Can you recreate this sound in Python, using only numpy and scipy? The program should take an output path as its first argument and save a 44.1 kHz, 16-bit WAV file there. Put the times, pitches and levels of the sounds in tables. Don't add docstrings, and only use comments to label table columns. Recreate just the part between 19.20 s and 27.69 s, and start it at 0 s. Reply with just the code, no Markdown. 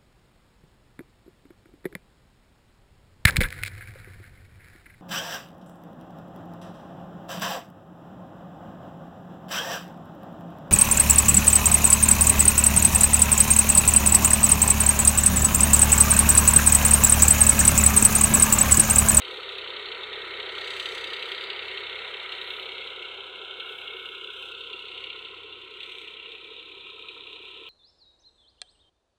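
import sys
import numpy as np
from scipy import signal
from scipy.fft import rfft, irfft
from scipy.io import wavfile
from scipy.ndimage import uniform_filter1d

SR = 44100
rng = np.random.default_rng(int(sys.argv[2]) if len(sys.argv) > 2 else 0)


def materialize(psi):
    bounded = np.clip(np.atleast_2d(psi).T, -1, 1)
    quanta = np.round(bounded * 32767).astype(np.int16)
    wavfile.write(sys.argv[1], SR, quanta)


N = 374409
NOW = np.arange(N) / SR

# (time [s], firings [per s])
ENGINE_SPEED = [(0.0, 32.974), (0.5, 32.937), (0.9, 33.301), (1.4, 32.668), (2.0, 32.632), (2.5, 32.839),
                (2.9, 32.992), (3.4, 32.641), (4.0, 33.054), (4.5, 32.736), (5.0, 32.735), (5.8, 32.597),
                (6.2, 32.95), (6.7, 32.529), (7.2, 32.768), (7.6, 32.845), (7.9, 32.513), (8.49, 32.942)]
def engine_motion(steady_per_s=32.8, fuel_lag_s=0.07):
    speed, = in_time(ENGINE_SPEED)
    return np.cumsum(speed) / SR, steady_per_s - np.interp(NOW - fuel_lag_s, NOW, speed)


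# (knock level [dB], valve level [dB])
CYLINDERS = [(1.2, 7.5), (-0.74, 8.5), (-1.94, 10.5)]
# (time [s], level [dB])
HARD_KNOCKS = [(0.3822, -30.5), (0.563, -32), (0.7159, -30), (0.8332, -32.5), (0.9286, -32), (1.107, -35),
               (1.1988, -29), (1.2898, -31), (1.5039, -30.5), (1.5967, -26.5), (1.9326, -27.5),
               (2.1167, -28), (2.3, -29.5), (2.9373, -30.5), (3.1197, -29), (3.2133, -30.5), (3.303, -31),
               (3.8228, -33), (4.399, -31), (5.1026, -33), (5.5298, -32.5), (5.7754, -33), (5.839, -31),
               (5.899, -33.5), (6.048, -36), (6.603, -34), (6.6305, -34), (6.717, -36), (7.118, -37.5),
               (7.885, -34.5)]
def knocks(firings, sag, lead_s=0.000838, slap_s=0.0027):
    times = firing_times(firings, delay=0, jitter_s=0.0005)
    db = np.interp(times, NOW, passing_db((-33, -34, -36.5)) + 8 * sag)
    db += np.resize(np.array(CYLINDERS)[:, 0], len(times)) + rng.normal(0, 0.4, len(times))
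    extra_db = np.zeros(len(times))
    for time_s, level_db in HARD_KNOCKS:
        nearest = np.argmin(np.abs(times - time_s))
        times[nearest], db[nearest], extra_db[nearest] = time_s, level_db, 6
    starts = times - lead_s
    cracks = clicks(starts, from_db(db) ** 2)
    slaps = clicks(times + slap_s, 0.19 * from_db(db) ** 2)
    strike = 1.54 * fading(cracks + slaps, rise_s=0.00027, fall_s=0.0028)
    tail = 0.18 * fading(cracks, rise_s=0.0017, fall_s=0.0057)
    return strike + tail, clicks(starts, from_db(db + extra_db))


# (pitch [Hz], width [Hz], side level [dB], angled level [dB], rear level [dB])
BLOCK_RINGS = [(2466, 224, -6.5, -8.5, 1), (2647, 120, -2.5, -1.5, -6), (2814, 172, -2.5, 4, -1.5),
               (3097, 235, 2.5, 2, -2), (3465, 366, 1, 3, 0), (3744, 314, 4.5, -6.5, 0),
               (4013, 196, -3, -11, -7), (4300, 190, -6, -14, -20), (4730, 220, -8, -10, -2)]
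def engine_block(knock_power, cracks, sag):
    gear_power = from_db(passing_db((-42, -40, -40)) + sag) ** 2
    return from_db(-0.7) * ring(BLOCK_RINGS, turned_away(), gear_power + knock_power, per_s=9000,
                                blows=5.4 * cracks, wander_db=1.48, order=2)


# (pitch [Hz], width [Hz], side level [dB], angled level [dB], rear level [dB])
PANEL_RINGS = [(1838, 156, 0, -20.5, -4.5), (2028, 307, 3, -3.5, -6), (2197, 132, -2, 7.5, -25),
               (2356, 140, -3.5, -7, 2)]
# (time [s], level [dB])
PANEL_LEVEL = [(0, -46), (0.8, -42.5), (1.7, -40), (3.75, -42), (4.1, -48.5), (4.75, -44), (5.35, -59),
               (5.9, -50.5), (6.35, -58), (6.7, -48.5), (7.7, -60.5)]
def sheet_metal(beat, tapping):
    panels = ring(PANEL_RINGS, turned_away(), 1.3 + 0.33 * beat + 0.22 * tapping, per_s=5500)
    return loudness(PANEL_LEVEL) * rms_one(panels)


# (delay [share of a firing], level [dB])
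VALVE_TAPS = [(0.478, 3.5), (0.662, 4.5)]
# (pitch [Hz], width [Hz], side level [dB], angled level [dB], rear level [dB])
COVER_RINGS = [(973, 92, -6.5, -10, -4), (1050, 80, -10.5, -7, -3.5), (1190, 100, -2, -18, -16),
               (1308, 97, 0.5, -3, 0), (1422, 181, 0, 6, -11.5), (1585, 166, -1, -7, -4.5)]
# (time [s], level [dB])
VALVE_LEVEL = [(0, -45.5), (1.7, -44), (4.1, -48), (4.8, -47.5), (5.8, -49), (7.3, -57.5), (7.9, -55),
               (8.49, -56)]
def valve_clatter(firings):
    taps = repeated_blows(firings, VALVE_TAPS, np.array(CYLINDERS)[:, 1], jitter_s=0.00021, spread_db=3)
    tapping = fading(taps ** 2, rise_s=0.00026, fall_s=0.002)
    tapping /= tapping.mean()
    cover = ring(COVER_RINGS, turned_away(), 0.8 + 0.13 * tapping, per_s=9000, blows=0.55 * taps)
    return loudness(VALVE_LEVEL) * rms_one(cover), tapping


# (delay [share of a firing], level [dB])
EXHAUST_PUFFS = [(0.269, 5), (0.781, -9)]
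# (pitch [Hz], width [Hz], side level [dB], rear level [dB])
SILENCER_RINGS = [(210.3, 33.5, -26.5, -19), (331.5, 52, -19, -3.5), (390.1, 58, -2, -0.5),
                  (441.8, 70, -2, 3), (500, 57, -5, -11.5)]
# (time [s], level [dB])
EXHAUST_LEVEL = [(0, -47), (0.08, -42.5), (0.2, -46.5), (1.9, -44.5), (3.5, -49.5), (5.3, -52),
                 (6.9, -52.5), (8.49, -55)]
def exhaust(firings):
    puffs = repeated_blows(firings, EXHAUST_PUFFS, [0], jitter_s=0.00075, spread_db=3.5)
    gas = fading(puffs ** 2, rise_s=0.00047, fall_s=0.0046)
    power = 0.73 + 0.25 * gas / gas.mean()
    boom = ring(SILENCER_RINGS, turned_away(), power, per_s=8000, blows=0.34 * puffs, order=2)
    return loudness(EXHAUST_LEVEL) * rms_one(boom)


# (pitch [times the firing rate], side level [dB], rear level [dB])
WHINE_TONES = [(11.67, -9, -22), (16, -15, -15), (24, -24, -29), (29.1, -18, -30), (30, -15.5, -19),
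               (36, -20, -34), (45.2, -22, -17), (50, -23, -29), (55.6, -18, -40), (61.67, -16, -32)]
def whine(firings):
    tones, away = 0, turned_away()
    for multiple, *levels_db in WHINE_TONES:
        gain = from_db(blend(levels_db, away) + 2 * drift(12))
        tones += gain * np.sin(2 * np.pi * (multiple * firings + 0.1 * drift(14)))
    return from_db(passing_db((-43, -43.5, -50.5))) * tones


# (pitch [Hz], width [Hz], side level [dB], angled level [dB], rear level [dB])
MUD_BANDS = [(615, 105, 1.8, -3.5, -24), (766, 147, 0.025, 3, 6), (906, 180, 1.3, -4.5, -10),
             (1305, 510, -3.3, -12, -18), (1584, 320, -2, -3, -12)]
# (time [s], relative level [dB])
CHURN_LEVEL = [(0.0, -54), (0.07, -55), (1.3, -51.5), (4.7, -56.5), (5.06, -74), (5.25, -60), (5.44, -72),
               (5.79, -59.5), (6.36, -70), (6.57, -77), (6.62, -67.5), (8.49, -71)]
def churned_mud():
    away = turned_away()
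    slosh = ring(MUD_BANDS, away, from_db(2.4 * drift(25)), per_s=2500)
    return loudness(CHURN_LEVEL) * from_db(blend((0.3, -1.2, -3), away)) * slosh


# (pitch [times the firing rate], relative level [dB])
HUM_TONES = [(1, -6), (2, 0), (3, 0), (4, -9.5), (6, -13.5)]
# (time [s], relative level [dB])
ODD_HUM_LEVEL = [(0.0, -83), (0.23, -70), (1.84, -68), (2.1, -73), (2.81, -68), (2.95, -80), (4.02, -75),
                 (4.09, -85), (6.24, -70.5), (7.17, -91), (7.54, -75), (8.49, -79)]
def hum(firings):
    even_db = passing_db((-66.5, -67.5, -65.5)) + 1.2 * drift(5)
    odd_db = in_time(ODD_HUM_LEVEL)[0] + 3.2 + 2 * drift(14)
    tones = 0
    for multiple, db in HUM_TONES:
        gain = from_db(db + (odd_db if multiple % 2 else even_db))
        tones += gain * np.sin(2 * np.pi * (multiple * firings + rng.random()))
    return tones


# (pitch [Hz], relative level [dB])
HISS_TONE = [(3500, -12), (4800, 4), (5600, -2.5), (7500, 1.5), (9000, 0), (10300, -9), (12500, -10.5),
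             (15800, -10.5)]
def treble_hiss(beat, sag):
    db = passing_db((-69.5, -70.5, -71)) + 2.5 * sag + 1.3 * drift(30)
    return from_db(db) * shaped_noise(HISS_TONE) * np.sqrt(1 + 0.33 * beat)


# (pitch [Hz], width [Hz], level when dark [dB], level when bright [dB])
SIZZLE_RINGS = [(5000, 330, -3, -10), (5380, 85, 0.5, -15), (6090, 410, 7, -8.5), (6830, 290, 3.5, -16),
                (7800, 280, 7, -5), (8730, 520, 1, 2.5), (9700, 990, -3.5, 1), (11230, 970, -8.5, 4.5),
                (12800, 900, -9.5, 4), (15000, 1000, -7, 1)]
# (middle [s], length [s], level [dB], brightness [0 to 1])
SIZZLE_SWELLS = [(0.13, 0.2, -69, 0.38), (1.06, 0.16, -81, .95), (1.65, 0.39, -55, 0.089),
                 (2.06, 0.2, -64.5, 0.32), (3.33, 0.21, -70.5, .95), (4.55, 0.22, -72, 0.84),
                 (4.84, 0.22, -74.5, 1), (5.223, .18, -68, .4), (6.747, 0.23, -69.5, .25)]
def sizzle(beat, steady_brightness=0.12, flatness=2.26):
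    power = from_db(passing_db((-83, -81, -86))) ** 2
    bright_power = steady_brightness * power
    for middle_s, length_s, db, swell_brightness in SIZZLE_SWELLS:
        swell = from_db(db) ** 2 * np.exp(-np.abs(2 * (NOW - middle_s) / length_s) ** flatness)
        power += swell
        bright_power += swell_brightness * swell
    brightness = bright_power / power
    throb = 0.68 - 0.39 * brightness
    pulse = 1 - throb + throb * beat ** 0.87
    return np.sqrt(power) * ring(SIZZLE_RINGS, brightness, pulse, per_s=12000, order=2)


# (time [s], strength [dB])
TICKS = [(.383, -43), (3.03, -49), (3.122, -46)]
def ticks():
    times, db = np.transpose(TICKS)
    power = fading(clicks(times, from_db(db) ** 2), rise_s=0.0001, fall_s=0.002)
    band = signal.butter(1, [1500, 4000], "band", fs=SR, output="sos")
    return signal.sosfilt(band, rattle(power, per_s=9800))


# (pitch [Hz], relative level [dB])
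FIELD_TONE = [(20, 0), (45, -2), (110, 1), (170, 6.5), (270, -16), (600, -2), (1700, -12.5), (4500, -25.5),
              (16000, -43.5)]
def night_field():
    return from_db(-74.5) * shaped_noise(FIELD_TONE)


# (time [s], turn [0 side on to 1 from behind])
TURN = [(1.6, 0.058), (3.2, 0.13), (4.1, 0.33), (5.8, 0.61), (7.0, 0.78), (7.6, 0.95), (8.49, 0.87)]
def turned_away():
    return in_time(TURN)[0]


# (time [s], level change [dB])
NEARNESS = [(0, -0.1), (0.8, -0.4), (1.7, 0.34), (3.2, -0.2), (4.1, -3), (4.7, -2.5), (5.8, -3.0),
            (6.4, -7), (6.65, -5), (7.3, -6), (8.49, -5.9)]
def passing_db(side_angled_rear_db):
    return in_time(NEARNESS)[0] + blend(side_angled_rear_db, turned_away())


# (time [s], pitch [Hz], depth [dB])
ECHO_DIP = [(0, 1660, -7.5), (1.3, 1680, -1.5), (3.3, 1880, -3.5), (3.7, 1870, -34), (4.7, 1980, -21),
            (5.1, 1900, -12), (5.6, 1580, -21), (6.5, 1670, -14), (7.3, 1695, -16), (8.49, 1590, -20)]
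def water_echo(sound, width_hz=475):
    hz, depth_db = in_time(ECHO_DIP)

    def pair(i, width):
        radius = np.exp(-np.pi * width / SR)
        return [1 / radius, -2 * np.cos(2 * np.pi * hz[i] / SR), radius]

    def notch(i):
        section = np.array(pair(i, width_hz * from_db(depth_db[i])) + pair(i, width_hz))
        return section[None] / section[3]
    return gliding(sound, notch)


# (time [s], pitch [Hz])
TREBLE_EDGE = [(0, 4380), (1.1, 4240), (1.6, 4660), (2.3, 4590), (2.7, 4160), (3.6, 4135), (5.15, 3950),
               (5.4, 4270), (6.7, 4170), (7.4, 4120)]
def dulled(sound):
    edge_hz, = in_time(TREBLE_EDGE)
    sound = gliding(sound, lambda i: signal.cheby1(12, 0.3, edge_hz[i] + 90, fs=SR, output="sos"))
    return signal.sosfilt(signal.butter(10, 5400, fs=SR, output="sos"), sound)


def ring(bands, balance, power, per_s, blows=0, wander_db=0, order=3):
    out, total_power = 0, 0
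    for hz, width, *levels_db in bands:
        band = signal.butter(order, [hz - width / 2, hz + width / 2], "band", fs=SR, output="sos")
        gain = from_db(blend(levels_db, balance))
        shaking = rattle(power, per_s) + blows
        if wander_db:
            shaking *= from_db(wander_db * drift(33))
        out += gain * np.sqrt(SR / 2 / width) * signal.sosfilt(band, shaking)
        total_power += gain ** 2
    return out / np.sqrt(total_power)


def firing_times(firings, delay, jitter_s, knock_phase=0.575):
    phase = knock_phase + delay
    counts = np.arange(int(firings[-1] - phase) + 1)
    return np.interp(counts + phase, firings, NOW) + jitter_s * rng.standard_normal(len(counts))


def repeated_blows(firings, pattern, cylinder_db, jitter_s, spread_db):
    out = 0
    for delay, db in pattern:
        times = firing_times(firings, delay, jitter_s)
        levels_db = db + np.resize(cylinder_db, len(times)) + rng.normal(0, spread_db, len(times))
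        out += clicks(times, from_db(levels_db))
    return rms_one(out)


def clicks(times, heights):
    out, at = np.zeros(N), np.round(times * SR).astype(int)
    inside = (at >= 0) & (at < N)
    np.add.at(out, at[inside], heights[inside])
    return out


def fading(power, rise_s, fall_s):
    rise, fall = np.exp(-1 / (SR * np.array([rise_s, fall_s])))
    return signal.lfilter([1 - rise], np.poly([rise, fall]), power + 1e-18)


def rattle(power, per_s):
    chance, draw = per_s / SR, rng.uniform(-1, 1, N)
    return np.sqrt(power / chance) * (np.abs(draw) < chance) * np.sign(draw)


def shaped_noise(tone):
    hz, db = np.transpose(tone)
    pitches = np.maximum(np.fft.rfftfreq(N, 1 / SR), 1)
    gain = from_db(np.interp(np.log(pitches), np.log(hz), db))
    return rms_one(irfft(rfft(rng.standard_normal(N)) * gain, N))


def gliding(sound, filter_at, step=1024):
    out, state = np.zeros(N), np.zeros((len(filter_at(0)), 2))
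    for i in range(0, N, step):
        out[i:i + step], state = signal.sosfilt(filter_at(i), sound[i:i + step], zi=state)
    return out


def drift(per_s):
    points = rng.standard_normal(4000)
    return np.interp(NOW * per_s, np.arange(len(points)), points) / np.sqrt(2 / 3)


def blend(levels_db, position):
    return np.interp(position, np.linspace(0, 1, len(levels_db)), levels_db)


def in_time(rows):
    times, *columns = np.transpose(rows)
    return [np.interp(NOW, times, column) for column in columns]


def loudness(rows):
    return from_db(in_time(rows)[0])


def from_db(db):
    return 10 ** (np.asarray(db) / 20)


def rms_one(sound):
    return sound / np.sqrt(np.mean(sound ** 2) + 1e-20)


def scene():
    firings, sag = engine_motion()
    knock_power, cracks = knocks(firings, sag)
    beat = knock_power / (uniform_filter1d(knock_power, size=8000) + 1e-12)
    valves, tapping = valve_clatter(firings)
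    metal = valves + engine_block(knock_power, cracks, sag) + sheet_metal(beat, tapping)
    engine = metal + exhaust(firings) + whine(firings)
    bass = hum(firings)
    tractor = dulled(water_echo(engine + churned_mud()))
    treble = treble_hiss(beat, sag) + sizzle(beat) + ticks()
    return (tractor + bass + treble + night_field())[None]


def record(dry, cutoff_hz=15900):
    return signal.sosfilt(signal.ellip(12, 0.1, 80, cutoff_hz, fs=SR, output="sos"), dry)


dry = scene()
out = record(dry)
materialize(out)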